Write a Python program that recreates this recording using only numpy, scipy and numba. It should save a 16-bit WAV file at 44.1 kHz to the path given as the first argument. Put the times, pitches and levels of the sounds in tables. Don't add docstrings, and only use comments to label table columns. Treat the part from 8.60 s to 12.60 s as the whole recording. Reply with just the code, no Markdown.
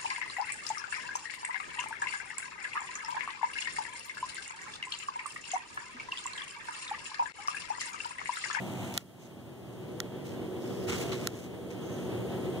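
import sys
import numpy as np
from scipy import signal
from scipy.fft import rfft, irfft
from scipy.io import wavfile
from scipy.ndimage import uniform_filter1d
from numba import njit

SR = 44100
rng = np.random.default_rng(int(sys.argv[2]) if len(sys.argv) > 2 else 0)


def store_pcm(level_fs):
    pcm = np.round(np.clip(level_fs, -1, 1) * 32767).astype(np.int16)
    wavfile.write(sys.argv[1], SR, np.atleast_2d(pcm).T)


N = 176400

# (frequency [Hz], level [dB])
HUM_SPREAD = [(30, -2), (70, -51), (140, -2.5), (350, -8.5), (700, -6.5), (1300, 2), (2500, -1), (5000, 1),
              (15000, 0)]


def machine(t):
    # (frequency [Hz], relative level [dB])
    rumble_colour = [(25, -46), (50, -25), (75, -11.5), (110, 4.5), (145, 5.5), (170, -1), (260, 1),
                     (340, 3), (430, -6), (520, -5), (720, -9.5), (1000, -17), (1300, -22.5), (2200, -23),
                     (3200, -22.5), (4200, -31.5), (6500, -39.5), (10000, -44.5), (16000, -38)]
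    # (frequency [Hz], width [Hz], level [dB])
    steady_bands = [(80, 6.2, -59.5), (122, 9.2, -53), (662, 53, -57.5), (761, 18, -65), (879, 29, -68.5),
                    (1290, 32, -71), (3160, 320, -83.5), (6740, 490, -70.5), (8850, 450, -70.5)]
    # (frequency [Hz], width [Hz], level [dB])
    drone_bands = [(321, 55, -46), (369, 12.8, -44), (387, 75, -44), (477.7, 32, -47.5), (572, 53, -53)]
    # (frequency [Hz], level [dB])
    low_tones = [(188.6, -47), (237.5, -50), (371, -51)]
    # (frequency [Hz], level [dB])
    whines = [(3263, -69.5), (8789, -76)]
    # (time [s], hum gain [dB], drone gain [dB])
    loudness = [(0, -1, -14), (.37, -2, -22), (.45, -.5, -23), (.6, 0, -9.5), (1.3, 0.4, 0), (1.9, 0.04, 2),
                (2.3, 0.9, 2.5), (2.6, -0.5, -1), (3.0, -1.45, 0), (3.5, 0.9, 0.3), (4, 0.5, 1)]
    times, hum_db, drone_db = np.array(loudness).T
    flutter_db = 1.17 * wander(27.07)
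    hum = undb(-40 + flutter_db) * noise(undb(curve(rumble_colour)), curve(HUM_SPREAD))
    hum += ringing(steady_bands)
    hum += tones(low_tones, drift=0.0044, waver_db=1)
    hum += tones(whines, drift=0.00303, waver_db=2)
    hum *= undb(np.interp(t, times, hum_db))
    drone = ringing(drone_bands) * undb(np.interp(t, times, drone_db))
    swell_db = 0.19 * wander(2.635)
    return (hum + drone) * undb(swell_db)


def ringing(bands):
    spread_db = curve(HUM_SPREAD)
    return sum(undb(db) * noise(resonance(hz, width), spread_db) for hz, width, db in bands)


def tones(table, drift, waver_db):
    out = 0
    for hz, db in table:
        pitch = hz * (1 + drift * wander(13))
        phase = 2 * np.pi * np.cumsum(pitch) / SR
        out += np.sqrt(2) * undb(db + waver_db * wander(8.2)) * np.sin(phase)
    return out


def taps():
    # (time [s], level [dB], treble tilt [dB per octave], bounce delay [s], bounce strength [ratio])
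    hits = [(0.3403, -30, 3, .002, 0.41), (0.3769, 2.5, -1.4, 0.00027, 0.42),
            (1.4024, -7, -1.5, 0.000868, 0.27), (2.6722, -6, -0.3, .00075, 0.35)]
    # (frequency [Hz], level [dB], time to fade 60 dB [s], left swing against right [ratio])
    case_notes = [(844, -26, 0.0043, 0.93), (1390, -17.5, 0.016, 0.13), (1870, -12.5, 0.015, 0.23),
                  (3360, -8, 0.0058, 0.11), (4050, -9, 0.006, 0.38), (5590, -2.5, 0.0029, 0.077),
                  (6900, -8, 0.005, 0.68), (8690, -3, 0.0039, -0.2), (12600, -13.5, 0.0025, 0.95),
                  (13940, -11, 0.0039, -0.012)]
    snap_db, snap_fade_s, tilt_pivot_hz = -26, 0.0097, 3900
    out = np.zeros((2, N))
    age = np.arange(SR // 20) / SR
    snap = noise(resonance(hz=11100, width=6200), spread_db=0)
    for start, db, tilt_db, bounce_s, bounce_strength in hits:
        first = int(start * SR)
        span = slice(first, first + len(age))
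        out[:, span] += snap[:, span] * undb(db + snap_db - 60 * age / snap_fade_s)
        for delay, strength in ((0, 1), (bounce_s, bounce_strength)):
            since = np.maximum(age - delay, 0)
            for k, (hz, note_db, fade_s, left) in enumerate(case_notes):
                ring = (-1) ** k * np.sin(2 * np.pi * hz * since) * undb(-60 * since / fade_s)
                gain = strength * undb(db + note_db + tilt_db * np.log2(hz / tilt_pivot_hz))
                out[:, span] += gain * np.outer([left, 1], ring)
    return out


def rubs(t):
    # (start [s], length [s], rise time [s], level [dB], treble tilt [dB per octave],
    # drop over its length [dB], hiss frequency [Hz], hiss boost [dB])
    strokes = [(-.02, 0.35, .008, -58, 6, -5, 5000, -12), (0.337, 0.074, .005, -49, 6.5, -0.5, 6500, -1),
               (0.581, 0.094, 0.041, -49, 7, 4.5, 6400, 5), (1.123, .012, .006, -57, 6, 3, 6900, 9),
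               (1.645, 0.11, 0.01, -48, 6.5, 12, 6546, 0), (1.984, 0.27, 0.037, -59, 9, -1, 5100, 10),
               (2.266, 0.036, 0.019, -45.5, 5, -6.5, 5800, 0.5),
               (2.308, 0.038, 0.016, -40.5, 3.5, -1, 7500, 3),
               (2.344, 0.089, 0.012, -44.5, 7, 1.5, 6740, 0), (2.404, 0.3, 0.011, -50.5, 5.5, 3.5, 6500, 0),
               (2.516, 0.056, 0.0022, -36.5, 2.5, 22, 3920, 8), (2.68, 0.18, 0.11, -49, 7.5, 4.5, 6400, 3),
               (3.099, 0.055, 0.012, -47, 3.5, 20, 6200, 6), (3.17, 0.29, 0.11, -58, 7.5, 5.5, 6330, 12)]
    # (frequency [Hz], relative level [dB])
    rub_colour = [(25, -20), (60, -4), (130, -3), (400, -18), (700, 9), (1300, 16), (1700, 9), (2200, 14),
                  (3400, 5.5), (5000, -0.5), (6700, -0.5), (9500, -11), (12000, -17), (16000, -19.5)]
    release_s = 0.014
    out = 0
    for start, length, rise, db, tilt_db, drop_db, hiss_hz, boost_db in strokes:
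        age = t - start
        shape = np.clip(age / rise, 0, 1) * np.exp(-np.maximum(age - length, 0) / release_s)
        gain = undb(db - drop_db * np.clip(age / length, 0, 1))
        hiss_db = boost_db * resonance(hiss_hz, width=750)
        colour_db = curve(rub_colour) + tilt_db * np.log2(freqs()) + hiss_db
        out += shape * gain * noise(undb(colour_db), spread_db=0)
    grain_db = 2 * wander(400)
    return out * undb(grain_db)


def case_rumble(t):
    start_s, rise_s, fade_s = 2.28, 0.014, 0.16
    age = np.maximum(t - start_s, 0)
    shape = np.clip(age / rise_s, 0, 1) * np.exp(-age / fade_s)
    return undb(-48.5) * shape * noise(resonance(hz=77.6, width=32), curve(HUM_SPREAD))


def rush(t):
    end_s, release_s = 0.38, 0.014
    shape = np.clip((end_s - t) / release_s + 1, 0, 1)
    return undb(-51) * shape * noise(resonance(hz=690, width=230), curve(HUM_SPREAD))


def undb(db):
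    return 10 ** (np.asarray(db) / 20)


def freqs():
    return np.maximum(np.arange(N // 2 + 1) * SR / N, 1)


def curve(points):
    hz, value = np.array(points).T
    return np.interp(np.log(freqs()), np.log(hz), value)


def resonance(hz, width):
    distance = (freqs() ** 2 - hz ** 2) / (freqs() * width * np.sqrt(2))
    return 1 / (1 + distance ** 2)


def noise(colour, spread_db):
    common, difference = rfft(rng.standard_normal((2, N))) * colour
    mid, side = irfft(common, N), irfft(difference * undb(spread_db), N)
    return np.array([mid + side, mid - side]) / mid.std()


def wander(rate):
    step = max(int(SR / rate), 1)
    held = np.repeat(rng.standard_normal(N // step + 1), step)
    smooth = uniform_filter1d(held, step)[:N]
    return smooth / smooth.std()


@njit
def gain_control(over_db, attack_s, hold_s, recover_db_per_s):
    catch_up = 1 - np.exp(-1 / (attack_s * SR))
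    out, cut, wait = np.zeros(len(over_db)), 0., 0.
    for i in range(len(over_db)):
        if over_db[i] > cut:
            cut += catch_up * (over_db[i] - cut)
            wait = hold_s * SR
        elif wait > 0:
            wait -= 1
        else:
            cut = max(cut - recover_db_per_s / SR, 0.)
        out[i] = cut
    return out


def widen(x):
    # (frequency [Hz], share [ratio])
    crossfeed = [(250, 0.043), (600, 0.48), (1100, 1), (2100, 0.47), (2450, 1), (2800, 1), (3700, 0.48),
                 (5000, 0.26), (10000, 0.12), (15000, .15)]
    # (frequency [Hz], level [dB])
    balance = [(30, -9), (70, -5), (140, -1.5), (400, 0.9), (1200, 0), (3700, 0.5), (5200, -4.5),
               (8000, 3.5), (13000, -2.5)]
    delay_s = 0.000403
    spectrum = rfft(x)
    late_share = curve(crossfeed) * np.exp(-2j * np.pi * freqs() * delay_s)
    wide = spectrum - late_share * spectrum[::-1]
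    return irfft(wide * undb(np.outer([.5, -.5], curve(balance))), N)


def scene():
    t = np.arange(N) / SR
    return machine(t) + taps() + rubs(t) + rush(t) + case_rumble(t)


def record(dry):
    early_hiss_db, late_hiss_db = -59.5, -66.5
    limit_db, ceiling_db, top_hz = -13.5, -12, 15600
    x = dry + undb(early_hiss_db) * rng.standard_normal((2, N))
    over_db = 20 * np.log10(np.abs(x).max(axis=0) + 1e-9) - limit_db
    x *= undb(-gain_control(over_db, attack_s=0.00008, hold_s=0.16, recover_db_per_s=8))
    x += undb(late_hiss_db) * rng.standard_normal((2, N))
    x = widen(x)
    x = undb(ceiling_db) * np.tanh(x / undb(ceiling_db))
    return signal.sosfilt(signal.ellip(10, .2, 80, top_hz, fs=SR, output="sos"), x)


dry = scene()
out = record(dry)
store_pcm(out)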